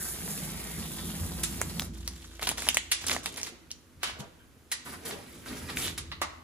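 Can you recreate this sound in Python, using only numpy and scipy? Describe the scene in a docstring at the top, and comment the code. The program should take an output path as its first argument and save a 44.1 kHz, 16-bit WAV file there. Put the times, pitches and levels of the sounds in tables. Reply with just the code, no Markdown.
"""A low hum fills a workshop while masking tape is peeled off the door frame of a steel truck cab.
The glue lets go in a dense fizz that rumbles the panel; creases snap and some tape rips free in short bursts.
From about 1.9 s a gloved hand crumples the tape, which crackles; soft brushes, a step and a faint glove squeak follow.
A second strip comes off in short pulls, and two dull knocks end the scene.
Sources are shaped noise, random tiny ruptures and ringing pulses, heard by two microphone ports with small lags."""
import sys
import numpy as np
from scipy import signal
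from scipy.fft import rfft, irfft, next_fast_len
from scipy.io import wavfile
from scipy.ndimage import uniform_filter1d

SR = 44100
rng = np.random.default_rng(int(sys.argv[2]) if len(sys.argv) > 2 else 0)


def generate_wav(signal):
    """Clip the signal to [-1, 1] and save it as 16-bit WAV at the path in sys.argv[1]."""
    frames = np.transpose(np.atleast_2d(signal))
    scaled = np.clip(frames, -1, 1) * 32767
    pcm = np.round(scaled).astype(np.int16)
    wavfile.write(sys.argv[1], SR, pcm)


N = 283563
T = np.arange(N) / SR
WIDENING_LAG_S = .000295  # lag of the widened treble, also used for the fizz of the glue


def amp(db):
    """Turns decibels into a gain."""
    return 10 ** (np.asarray(db) / 20)


def unit(x):
    """Scales a sound to rms 1."""
    return x / np.sqrt(np.mean(x ** 2) + 1e-20)


def read(points, hz):
    """Reads a table of (pitch, value) between its points, on a log-frequency axis."""
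    f, value = np.transpose(points)
    return np.interp(np.log(hz + 1), np.log(f + 1), value)


def level(rows):
    """Turns a dB curve into a gain for every sample, silent outside its span."""
    s, db = np.transpose(rows)
    return amp(np.interp(T, s, db, left=-200, right=-200))


def add(mix, s, sound):
    """Adds a stereo sound to the mix at time s."""
    part = mix[:, round(s * SR):][:, :sound.shape[1]]
    part += sound[:, :part.shape[1]]


def colour(x, points):
    """Filters a sound with a spectrum table."""
    return irfft(rfft(x) * amp(read(points, np.fft.rfftfreq(N, 1 / SR))), N)


def click(db_at, size=2048):
    """Makes the sharpest pulse with a given spectrum that does not start early, of energy 1."""
    log_gain = np.log(amp(db_at(abs(np.fft.fftfreq(size, 1 / SR)))))
    pulse = np.fft.ifft(np.exp(np.conj(signal.hilbert(log_gain)))).real
    return pulse / np.linalg.norm(pulse)


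def ports(x, lag):
    """Sound from the right reaches the left port late (lag in s); a negative lag delays the right port."""
    size = next_fast_len(len(x) + 64)
    delay = np.exp(-2j * np.pi * np.fft.rfftfreq(size, 1 / SR) * abs(lag))
    late = irfft(rfft(x, size) * delay, size)[:len(x)]
    return np.array([late, x] if lag > 0 else [x, late])


def wander(rate):
    """A random curve of rms 1 with straight lines between its points, rate points per second."""
    knots = rng.standard_normal(4096)
    return unit(np.interp(T * rate, np.arange(len(knots)), knots))


def grains(per_s, spread_db):
    """Random tiny ruptures, a few much larger than the rest."""
    size = amp(spread_db * np.minimum(rng.exponential(1, N), 4.5))
    return size * rng.choice([-1, 1], N) * (rng.random(N) < per_s / SR)


def crinkle(train, width, count=16):
    """Each rupture rings its own small patch of paper for a few cycles."""
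    patch = rng.integers(0, count, N)
    pitches = np.linspace(200 ** .5, 14000 ** .5, count) ** 2
    out = np.zeros(N)
    for k, hz in enumerate(pitches):
        b, a = signal.iirpeak(hz, np.sqrt(hz) / width, SR)
        out += signal.lfilter(b, a, train * (patch == k))
    return out


def resonate(x, hz, width):
    """A resonance that follows the pitch hz, which may be a curve; width is in Hz."""
    turn = np.exp(2j * np.pi * np.cumsum(hz * np.ones(len(x))) / SR)
    r = np.exp(-np.pi * width / SR)
    for _ in range(2):
        x = turn * signal.lfilter([1 - r], [1, -r], x / turn)
    return x.real


def bump(hz, centre, half_width):
    """The shape of a resonance, of height 1."""
    return 1 / (1 + ((hz - centre) / half_width) ** 2)


def burst(decay, rise, hold=0, size=4096, count=3):
    """A short, dying rush of noise whose energy is spread evenly over all pitches."""
    t = np.arange(size) / SR
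    envelope = (1 - np.exp(-t / rise)) * np.exp(-np.maximum(t - hold, 0) / decay)
    x = rng.standard_normal(size) * envelope
    for _ in range(count):
        # even out the pitches, then restore the shape in time
        z = rfft(x)
        x = irfft(z / (abs(z) + 1e-12), size)
        x *= envelope / np.sqrt(abs(uniform_filter1d(x ** 2, 128)) + 1e-12)
    return x


def stroke(start, length, attack, release):
    """One move of the hand: rises, holds, and dies away."""
    rise = np.clip((T - start) / attack, 0, 1)
    return rise * np.exp(-np.clip((T - start - length) / release, 0, 30))


# how the hum swells: time_s, level_db (rms)
HUM_SWELL = [(0, -54.5), (1.0, -48.5), (2.0, -47), (2.25, -51), (2.45, -49), (3.15, -58.5), (3.5, -70),
             (5.1, -76), (5.6, -63), (6.1, -55), (6.43, -63)]
# steady-pitched lines above the hum: pitch_hz, level_db (before they waver and swell)
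HUM_LINES = [(82, -57.5), (247.6, -71.5), (333.8, -62.5)]
# the air of the workshop: pitch_hz, relative level_db (per Hz)
AIR_SPECTRUM = [(20, -21), (30, 2.5), (42, -3.5), (75, 10.5), (130, -4), (280, -8.5), (550, -11.5),
                (1400, -11), (2500, -15.5), (5000, -19), (10000, -18.5), (14000, -21), (15500, -38)]
LINE_WAVER_DB, LINE_SWELL = 2.5, .5  # how much the lines waver; power of the hum's swell they follow


def background():
    """A wavering hum, whose upper lines swell a little with it, over the noise of the workshop air."""
    swell = level(HUM_SWELL)
    hum = swell * amp(2.7 * wander(7.7)) * np.sin(2 * np.pi * (58.2 * T + 0.21 * wander(5.4)))
    lines = np.zeros(N)
    for hz, db in HUM_LINES:
        gain = amp(db + LINE_WAVER_DB * wander(5.5))
        lines += gain * np.sin(2 * np.pi * (hz * T + 0.23 * wander(9)))
    left, right, both = unit(colour(rng.standard_normal((3, N)), AIR_SPECTRUM))
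    air = amp(-64.5) * (both + 1.35 * np.array([left, right]))
    return np.sqrt(2) * (hum + lines * unit(swell) ** LINE_SWELL) + air


PULL_ATTACK_S = 0.012  # both strips


def long_pull():
    """The first pull is under way from the start, holds evenly and lets go at 1.849 s."""
    return stroke(-1.1, 2.949, PULL_ATTACK_S, release=0.019)


# breaking glue, both strips: pitch_hz, relative level_db (per Hz)
FIZZ_SPECTRUM = [(500, -9), (3000, -5.5), (6300, 4.5), (8300, 12.5), (13700, 10.5), (16000, -32)]


def peel(rasp_gain, fizz_gain, rasp_spectrum, per_s, uneven_db, fizz_db, rasp_db, lag):
    """Glue threads break in a dense fizz; the paper rasps in small tears; the peel front moves unevenly."""
    grip = amp(uneven_db * wander(110))
    fizz = unit(colour(grains(per_s, 3.0), FIZZ_SPECTRUM))
    fizz = fizz * fizz_gain * amp(fizz_db + wander(35))
    rasp = unit(colour(crinkle(grains(per_s, 3.0), width=14.0), rasp_spectrum))
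    rasp = rasp * rasp_gain * amp(rasp_db + 1.63 * wander(50))
    return ports(fizz * grip, WIDENING_LAG_S) + ports(rasp * grip, lag)


# the fizz dims overall as the peel front slides down the pillar: time_s, level_db (before fizz_db below)
FIRST_FIZZ = [(0, -35.5), (.1, -33), (.18, -40.5), (.3, -34.5), (.5, -40), (1.0, -39.5), (1.9, -43)]
# rasp of the first strip's paper: pitch_hz, relative level_db (per Hz)
FIRST_RASP_SPECTRUM = [(100, 16), (300, 8.5), (600, 5.5), (1400, 1.5), (2300, -0.5), (3300, 1), (4500, 0.5),
                       (6500, -2.5), (10000, -33)]


def first_strip():
    """The glue and paper of the first strip give way in one long, even pull."""
    pull = long_pull()
    return peel(pull * amp(-49), pull * level(FIRST_FIZZ), FIRST_RASP_SPECTRUM, per_s=4200,
                uneven_db=0.9, fizz_db=-3.5, rasp_db=1.5, lag=-0.000078)


# gliding resonances of the taut tape, one curve each: time_s, pitch_hz, level_db
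TAPE_GLIDES = [
    [(0, 1600, -49.5), (.3, 1770, -64.5), (.5, 2200, -56), (.74, 2030, -54.5), (.92, 1900, -74)],
    [(.65, 3400, -59), (.82, 3650, -56), (1.03, 3530, -54), (1.12, 3300, -54), (1.22, 3200, -74)],
    [(5.46, 1080, -49.5), (5.63, 1290, -67), (5.78, 2320, -49), (5.86, 3430, -39), (5.93, 3620, -57)],
]
# width_hz of each of those resonances; the last, for the second strip, is the more damped
TAPE_WIDTHS = [700, 800, 1800]
# where the hands are, for the taut tape, snaps and rips: time_s, left_lag_s (negative: right port late)
HAND_PLACES = [(1.8, -.00003), (2.1, .00007), (3.3, .00008), (5.8, .00002)]


def hand_lag(s):
    """Reads the lag between the ports for the place of the hands at time s."""
    return np.interp(s, *np.transpose(HAND_PLACES))


def taut_tape():
    """Breaking glue threads ring the taut tape, gliding as the pull and its free length change."""
    out = np.zeros((2, N))
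    for curve, width in zip(TAPE_GLIDES, TAPE_WIDTHS):
        s, hz, db = np.transpose(curve)
        ring = resonate(grains(4000, 3), np.interp(T, s, hz), width)
        out += ports(unit(ring) * level(np.transpose([s, db])), hand_lag(s[0]))
    return out


def panel(modes, gain, top_hz):
    """Noise for the uneven push drives the low resonances of the sheet steel."""
    hz = np.fft.rfftfreq(N, 1 / SR)
    power = sum(amp(db) ** 2 * bump(hz, f, width / 2) for f, width, db in modes)
    # weaken what lies above top_hz and below 45 Hz
    shape = np.sqrt(power / (1 + (hz / top_hz) ** 6) / (1 + (45 / (hz + 1)) ** 8))
    both, apart = unit(irfft(rfft(rng.standard_normal((2, N))) * shape, N))
    return (both + amp(-15.0) * apart * np.array([[1], [-1]])) * gain


# how hard the first pull shakes the pillar: time_s, level_db (before a 0.6 dB cut)
FIRST_SHAKE = [(0.0, -50), (0.43, -40), (0.75, -45.5), (0.79, -36.5), (0.86, -43), (1.12, -39),
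               (1.87, -39.5), (2.27, -60), (2.3, -55)]
# panel resonances under the first strip, also used by the sway: pitch_hz, width_hz, relative level_db
NEAR_PANEL_MODES = [(84.4, 6.8, 3.5), (131, 6.2, -12), (124, 12, -10), (161, 6.3, 5), (176, 34, 1),
                    (215.3, 7.1, 2.5), (254.2, 6.4, -2.5), (360, 75, -15)]


def near_rumble():
    """The panel rumbles under the first strip."""
    return panel(NEAR_PANEL_MODES, level(FIRST_SHAKE) * amp(-0.6), top_hz=420)


PANEL_ATTACK_S, PANEL_RELEASE_S = 0.03, 0.23


def jostling(thump_release=0.074, knock_release=0.023):
    """How much squeezes, knocks and steady leaning shake the cab (before the far panel's 6 dB cut)."""
    knocked = np.zeros(N)
    for s, db, _ in KNOCKS_AT:
        knocked += stroke(s, PANEL_ATTACK_S, PANEL_ATTACK_S, knock_release) * amp(db - 27)
    squeezed = squeezing(PANEL_ATTACK_S, thump_release) * amp(-9.5)
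    leaning = amp(-56)
    return np.hypot(squeezed + knocked, leaning)


# panel resonances further along the frame: pitch_hz, width_hz, relative level_db
FAR_MODES = [(79.2, 14, 0.5), (140, 77, -2.5), (185, 17, -6), (250.6, 15, 5), (286, 35, -6),
             (323.5, 10.5, 0.5), (433, 340, -7)]


def far_rumble(far_shake):
    """The panel further along rumbles from the second strip and from jostling."""
    return panel(FAR_MODES, np.hypot(far_shake, jostling()) * amp(-6), top_hz=475)


# creases that buckle: start_s, level_db (before a 17 dB boost), ring_hz,
# body_db and fizz_db (tilt of the spectrum), clatter_db (against the first buckle)
SNAPS_AT = [(0.278, -34, 1670, 12, -14, 6), (1.6155, -16.5, 1970, 7.5, 6, -9),
            (1.7966, -19, 3720, 4, 3.5, -14), (1.8198, -28, 5040, 8, -5, 3), (2.077, -21, 4630, -2, 4.5, 0),
            (2.3945, -31, 2300, 11, -8, 0), (2.4238, -28, 2370, 11, -2, -2), (2.4288, -23, 3500, 7.5, 1, 2),
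            (2.4714, -21, 3220, 4, -8, -3), (2.4738, -19, 1150, 1.5, -3, -1), (2.478, -28, 1700, 6, -2, 1),
            (2.4912, -14.5, 3000, -8, 3, -15), (2.4972, -26, 2300, -3, -4, -3),
            (2.514, -25, 1000, 5, -1, 6), (2.5818, -25, 1660, 2, -3, 1), (2.622, -27.5, 2110, 6, -10, 1),
            (2.6685, -26, 2000, 7, -9, 6), (2.677, -27, 880, 3, -9, 10), (2.6882, -7.5, 3320, -11, -2, -13),
            (2.704, -28, 1870, -1, -1, 1), (2.7452, -17.5, 6500, 2.5, 4, 6),
            (2.7708, -11.5, 2240, -5, -6.5, -6), (3.04, -30, 1530, 0, -12, 3), (3.067, -22, 7340, 1, 4, -1),
            (3.083, -20, 5200, -4, 7, -2), (3.0968, -19, 1870, 0, -10, -5),
            (3.1118, -20, 2170, -7, -12, -3), (3.1155, -18.5, 1250, -5, -14, 1),
            (3.1485, -28, 1250, -3, -8, -4), (3.1645, -23.5, 2010, 7, -11, -2),
            (3.2596, -18, 2500, -6.5, -9.5, -7), (3.379, -32, 2500, 10, -3, 3),
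            (3.414, -30, 6200, -14, -7, 6), (3.432, -22.5, 6130, -11, -7.5, -10),
            (3.706, -38, 3300, -8, -11, 6), (3.711, -40, 5500, -12, -2, 7),
            (3.715, -27.5, 5450, -24, -3.5, -0.5), (4.0972, -34, 2250, 10, -11, -8),
            (5.11, -30, 4850, 2, -11, 1), (5.7718, -23, 2100, -10, -13, -4)]
RING_DB, RING_WIDTH = 11, 0.25  # height of a crease's ring; half width as a share of its pitch
ROOM_RING_DB = 8  # heard from all sides, the ring stands out less
OVERTONE_RATIO, OVERTONE_DB = 3.4, 4.5  # a crease's second resonance
HOLLOW_RATIO, HOLLOW_DB = 2.48, -4.5  # the hollow between the two
CAB_ECHO_S, CAB_ECHO_DB = 0.0093, -18.5  # the side of the cab throws each snap back


def snaps(ring_db):
    """A crease buckles: a sharp pulse rings a patch of tape for a few cycles, and smaller folds clatter."""
    out = np.zeros((2, N))
    for s, db, ring_hz, body_db, fizz_db, clatter_db in SNAPS_AT:
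        rings = [(ring_hz, ring_db), (ring_hz * HOLLOW_RATIO, HOLLOW_DB),
                 (ring_hz * OVERTONE_RATIO, OVERTONE_DB)]
        slope = [(100, body_db - 24.5), (400, body_db - 9.5), (660, body_db + 0.5), (1000, body_db - 4.0),
                 (3000, -3.0), (10000, fizz_db), (16000, fizz_db - 10.5)]

        def snap_db(hz):
            """The sloping spectrum of the snap with its resonances."""
            return read(slope, hz) + sum(height * bump(hz, f, RING_WIDTH * f) for f, height in rings)

        buckle = burst(0.00026, rise=.0001, size=1024)
        clatter = burst(0.0026, rise=0.00055, size=1024)
        buckle[0] = np.linalg.norm(buckle)  # the first give is the sharpest
        force = unit(buckle) + amp(clatter_db) * unit(clatter)
        force = force / np.linalg.norm(force)
        snap = ports(signal.fftconvolve(click(snap_db), force) * amp(db + 17.0), hand_lag(s))
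        add(out, s, snap)
        add(out, s + CAB_ECHO_S, snap * amp(CAB_ECHO_DB))
    return out


# the cab sways under a leaning body: start_s, length_s, level_db
SWAYS_AT = [(1.173, 0.087, -39.5), (3.03, 0.065, -49.5), (3.94, 0.32, -54.5), (4.897, 0.051, -64),
            (5.598, 0.29, -46.5), (5.96, 0.26, -48)]


def sway():
    """A slow push rumbles mostly in the lowest resonance of the panel."""
    push = np.zeros(N)
    for s, length, db in SWAYS_AT:
        push += stroke(s, length, attack=0.021, release=0.11) * amp(db)
    return panel(NEAR_PANEL_MODES, push, top_hz=75)


# tape coming free at once: start_s, level_db (before a 6 dB boost), body_db and fizz_db (tilt of the
# spectrum), length_s, lower_peak_hz, upper_peak_hz
RIPS_AT = [(1.4327, -30, -7, 0, 0.0054, 3570, 7450), (2.9147, -27, -11, -5, 0.0069, 2800, 3490),
           (3.371, -42, -11, -5, 0.0059, 2407, 4840), (3.4624, -45.5, -3, -10.5, .008, 2060, 3740),
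           (4.0307, -31.5, 1, -10.5, 0.0042, 1430, 3070), (4.7153, -34, -7.5, -4.5, 0.0092, 1900, 4050),
           (5.686, -47, 1, -17, 0.0184, 1310, 1880), (5.977, -39, -5.5, -4.5, 0.0072, 1200, 3750)]
RIP_ATTACK_S, RIP_RELEASE_S = 0.00073, 0.00187
RIP_PEAK_DB, RIP_PEAK_WIDTH_HZ = 7, 126  # two narrow pitches stand out in each burst
RIP_BASS_DB = -8  # bass against the body
RIP_LEAD_DB, RIP_LEAD_S = -26, 0.0087  # a faint noise swells into each burst


def rips():
    """A faint swell of noise, then a burst of a few milliseconds as the tape comes free at once."""
    out, age = np.zeros((2, N)), np.arange(2048) / SR
    for s, db, body_db, fizz_db, length, *peaks in RIPS_AT:
        bass_db = body_db + RIP_BASS_DB
        slope = [(80, bass_db - 29), (320, bass_db), (950, body_db), (2000, 0), (4200, 0.004),
                 (7000, fizz_db + 4.0), (9500, fizz_db + 7.5), (16000, fizz_db - 4.0)]

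        def rip_db(hz):
            """The sloping spectrum of the rip with its two narrow peaks."""
            return read(slope, hz) + RIP_PEAK_DB * sum(bump(hz, f, RIP_PEAK_WIDTH_HZ / 2) for f in peaks)

        swell = np.exp(-age[::-1] / RIP_LEAD_S)  # grows until the burst
        lead = rng.standard_normal(len(age)) * swell * amp(RIP_LEAD_DB)
        main = burst(RIP_RELEASE_S, RIP_ATTACK_S, hold=length)
        rush = signal.fftconvolve(np.concatenate([lead, main]), click(rip_db))
        add(out, s - len(age) / SR, ports(rush * amp(db + 6.0), hand_lag(s)))
    return out


# the hand squeezes the wad of tape: start_s, length_s, level_db (before the crackle's or thump's cut)
SQUEEZES_AT = [(1.931, 0.32, -47.5), (2.05, 0.81, -49.5), (2.408, 0.035, -31.5), (2.468, 0.006, -25),
               (2.483, 0.021, -28.5), (2.57, 0.076, -32.5), (2.648, 0.04, -30.5), (2.714, 0.045, -37),
               (3.007, .06, -39.5), (3.059, 0.089, -28), (3.229, 0.036, -33), (3.313, 0.17, -42.5),
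               (4.042, 0.062, -42.5), (4.187, 0.01, -40.5), (5.768, 0.12, -33.5)]


def squeezing(attack, release):
    """The effort of the hand on the wad; the strongest squeeze counts at each moment."""
    return np.max([stroke(s, length, attack, release) * amp(db) for s, length, db in SQUEEZES_AT], axis=0)


# crackle of the wad: pitch_hz, relative level_db (per Hz)
WAD_SPECTRUM = [(80, -4), (250, 2), (600, -4), (1300, -2), (2100, -2.5), (3600, 2.5), (4800, -1), (7400, 0),
                (8800, -2.5), (13500, -4.5), (16000, -26.5)]
HAND_SPREAD_S = .00004  # the wad's two ends differ this much in lag from its middle


def crumple():
    """Small creases, each with its own pitch, give way in clumps at both ends of the squeezed wad."""
    effort, out = squeezing(attack=0.0064, release=0.022), np.zeros((2, N))
    for end in (-1, 1):
        creases = grains(2800, 3.05) * amp(3.8 * wander(160))
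        crackle = unit(colour(crinkle(creases, width=17.5), WAD_SPECTRUM))
        out += ports(crackle * effort * amp(-8.5), .00006 + end * HAND_SPREAD_S)
    return out


# faint brushes of cloth and tape: middle_s, level_db (at the middle), length_s (of the swell), pitch_hz
BRUSHES_AT = [(3.12, -45, 0.033, 400), (3.384, -57, 0.28, 317), (4.071, -39, 0.052, 2200),
              (4.205, -51, 0.068, 564), (4.871, -44, 0.017, 1180), (4.937, -46, 0.017, 890),
              (5.12, -48.5, 0.13, 420), (5.126, -42.5, 0.017, 2580)]


def brushes():
    """Soft swells of grainy friction, each around a broad pitch."""
    sound = np.zeros(N)
    for s, db, length, hz in BRUSHES_AT:
        swell = np.exp(-np.minimum(((T - s) / length) ** 2 * 2, 50))
        sound += unit(resonate(grains(5000, 2.0), hz, hz * 1.8)) * amp(db) * swell
    return ports(sound, 0.00016)


def step(s=4.193, db=-38, decay=0.016):
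    """A soft footfall: a few low cycles of two tones."""
    out, t = np.zeros((2, N)), np.arange(8192) / SR
    thud = np.sin(2 * np.pi * 135 * t) + 0.8 * np.sin(2 * np.pi * 200 * t)
    envelope = t / decay * np.exp(1 - 2 * t / decay) * 2
    add(out, s, ports(amp(db) * thud * envelope, .0001))
    return out


def squeak(start=4.385, length=0.026, hz=1525, db=-66, octave_db=-3):
    """The rubber glove slips with a faint, fuzzy squeak: grains ring at a pitch and its octave."""
    slip = grains(3000, 2)
    tone = unit(resonate(slip, hz, 200)) + amp(octave_db) * unit(resonate(slip, 2 * hz, 240))
    return ports(tone * stroke(start, length, 0.0096, 0.03) * amp(db), .0001)


# pulls on the second strip: start_s, length_s, rasp_db, fizz_db, panel_db (all before the trims that follow)
PULLS_AT = [(4.844, 0.1, -48, -43, -43.5), (5.046, 0.036, -37, -35.5, -43.5),
            (5.31, 0.046, -51.5, -51, -44.5), (5.448, 0.14, -44, -44, -37.5),
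            (5.605, 0.18, -47, -46.5, -39.5), (5.755, 0.092, -40, -32.5, -43)]
PULL_RELEASE_S = 0.037
CREEP_DB = -53  # the taut tape keeps creeping between pulls (before the same trims)


def short_pulls():
    """Gains of the rasp and the fizz of the second strip, and of the panel that it shakes."""
    first, last = PULLS_AT[0][0], PULLS_AT[-1][0]
    rasp = fizz = amp(CREEP_DB) * stroke(first, last - first, PULL_ATTACK_S, PULL_RELEASE_S)
    shake = np.zeros(N)
    for s, length, rasp_db, fizz_db, panel_db in PULLS_AT:
        pull = stroke(s, length, PULL_ATTACK_S, PULL_RELEASE_S)
        rasp = np.maximum(rasp, pull * amp(rasp_db))
        fizz = np.maximum(fizz, pull * amp(fizz_db))
        shake = np.maximum(shake, stroke(s, length, PANEL_ATTACK_S, PANEL_RELEASE_S) * amp(panel_db))
    return rasp, fizz, shake


# rasp of the second strip's paper: pitch_hz, relative level_db (per Hz)
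SECOND_RASP_SPECTRUM = [(100, 3), (330, 10), (750, 1.5), (1100, 3), (1400, 4), (2200, 4), (3300, 0.5),
                        (4700, 0.5), (6500, -3), (10000, -12)]


def second_strip(rasp, fizz):
    """The glue and paper of the second strip give way in short pulls."""
    return peel(rasp, fizz, SECOND_RASP_SPECTRUM, per_s=3600,
                uneven_db=1.0, fizz_db=-7.0, rasp_db=-5.0, lag=.00002)


# dull knocks: start_s, level_db, brightness_db (of the blow at 4000 Hz)
KNOCKS_AT = [(6.116, -33.5, 16), (6.2153, -22.5, -3)]
# broad resonances of the knocked thing: pitch_hz, width_hz, relative level_db
KNOCKED_MODES = [(310, 21, 5), (624, 95, -4.5), (884, 59, -4.5), (1140, 180, -1.5), (1970, 280, -7.5),
                 (2840, 280, -14), (4000, 720, -15.5)]


def knocks(decay=0.0087):
    """A short scraping blow excites broad, well damped resonances."""
    out = np.zeros((2, N))
    for s, db, bright_db in KNOCKS_AT:
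        tilt = [(100, -22), (600, -3.0), (4000, bright_db), (7000, -1.5), (16000, -8.0)]

        def body_db(hz):
            """The sum of the resonances, tilted by the hardness of the blow."""
            power = sum(amp(d) ** 2 * bump(hz, f, width / 2) for f, width, d in KNOCKED_MODES)
            return 10 * np.log10(power + amp(-21.0) ** 2) + read(tilt, hz)

        blow = signal.fftconvolve(burst(decay, rise=0.00024), click(body_db))
        add(out, s, ports(blow * amp(db), 0.00011))
    return out


# how long the workshop's echoes take to fall by 60 dB: pitch_hz, decay_s
ROOM_DECAY = [(150, 0.57), (1000, 0.75), (3000, 0.6), (7000, 0.49), (14000, 0.041)]


def workshop(x, count=4):
    """Dense reflections, each band dying at its own speed; their pattern shifts nine times a second."""
    size = SR * 5 // 8
    taps = rng.standard_normal((count, 2, size))
    hz, t, z = signal.stft(taps, SR, nperseg=256)
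    fading = z * amp(-60 * t / read(ROOM_DECAY, hz)[:, None])
    tails = signal.istft(fading, SR, nperseg=256)[1][..., :size]
    age = np.arange(size) / SR
    tails *= np.clip((age - .002) / 0.00082, 0, 1)
    tails *= 1 + 3.36 * np.exp(-age / 0.016)  # the cab answers first
    tails /= np.linalg.norm(tails, axis=2, keepdims=True)
    out = np.zeros((2, N))
    for k, tail in enumerate(tails):
        # each tail fades in and out in turn, overlapping the next
        place = (T * 9 + k) % count
        share = np.sin(np.pi / 2 * np.minimum(place, 2))
        out += signal.oaconvolve(x * share, tail, axes=1)[:, :N]
    return out


def scene():
    """Mixes the sources, most with their own share of the room; rumble, sway and background stay dry."""
    far_rasp, far_fizz, far_shake = short_pulls()
    # sound, level sent to the room in dB
    sources = [(first_strip() + taut_tape(), -5), (rips(), 1.2), (crumple(), -7), (brushes(), -1.5),
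               (step(), -8), (squeak(), -3), (second_strip(far_rasp, far_fizz), -1), (knocks(), -1.5)]
    direct = snaps(RING_DB) + sum(x for x, wet_db in sources)
    send = snaps(ROOM_RING_DB) * amp(-9.0) + sum(x * amp(wet_db) for x, wet_db in sources)
    rumble = near_rumble() + far_rumble(far_shake)
    return direct + workshop(send) + rumble + sway() + background()


# treble copied late from the right channel into the left: pitch_hz, share_copied (0 to 1)
TREBLE_WIDENING = [(6800, 0), (9800, .7), (13000, .8)]
CEILING = 3.8  # amplitude that peaks bend toward
EDGE_HZ = 15800  # top of the band


def record(dry):
    """The treble is widened; peaks bend gently toward a ceiling; then the highest pitches are cut."""
    hz = np.fft.rfftfreq(N, 1 / SR)
    left, right = rfft(dry)
    share = read(TREBLE_WIDENING, hz)
    late_right = right * np.exp(-2j * np.pi * hz * WIDENING_LAG_S)
    left = (1 - share) * left + share * late_right
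    balance = amp([[-.4], [.4]])
    pair = CEILING * np.tanh(irfft(np.array([left, right]), N) * balance / CEILING)
    low_pass = signal.firwin(511, EDGE_HZ, window=("kaiser", 9), fs=SR)
    return signal.oaconvolve(pair, low_pass[None], "same")


dry = scene()
out = record(dry)
generate_wav(out)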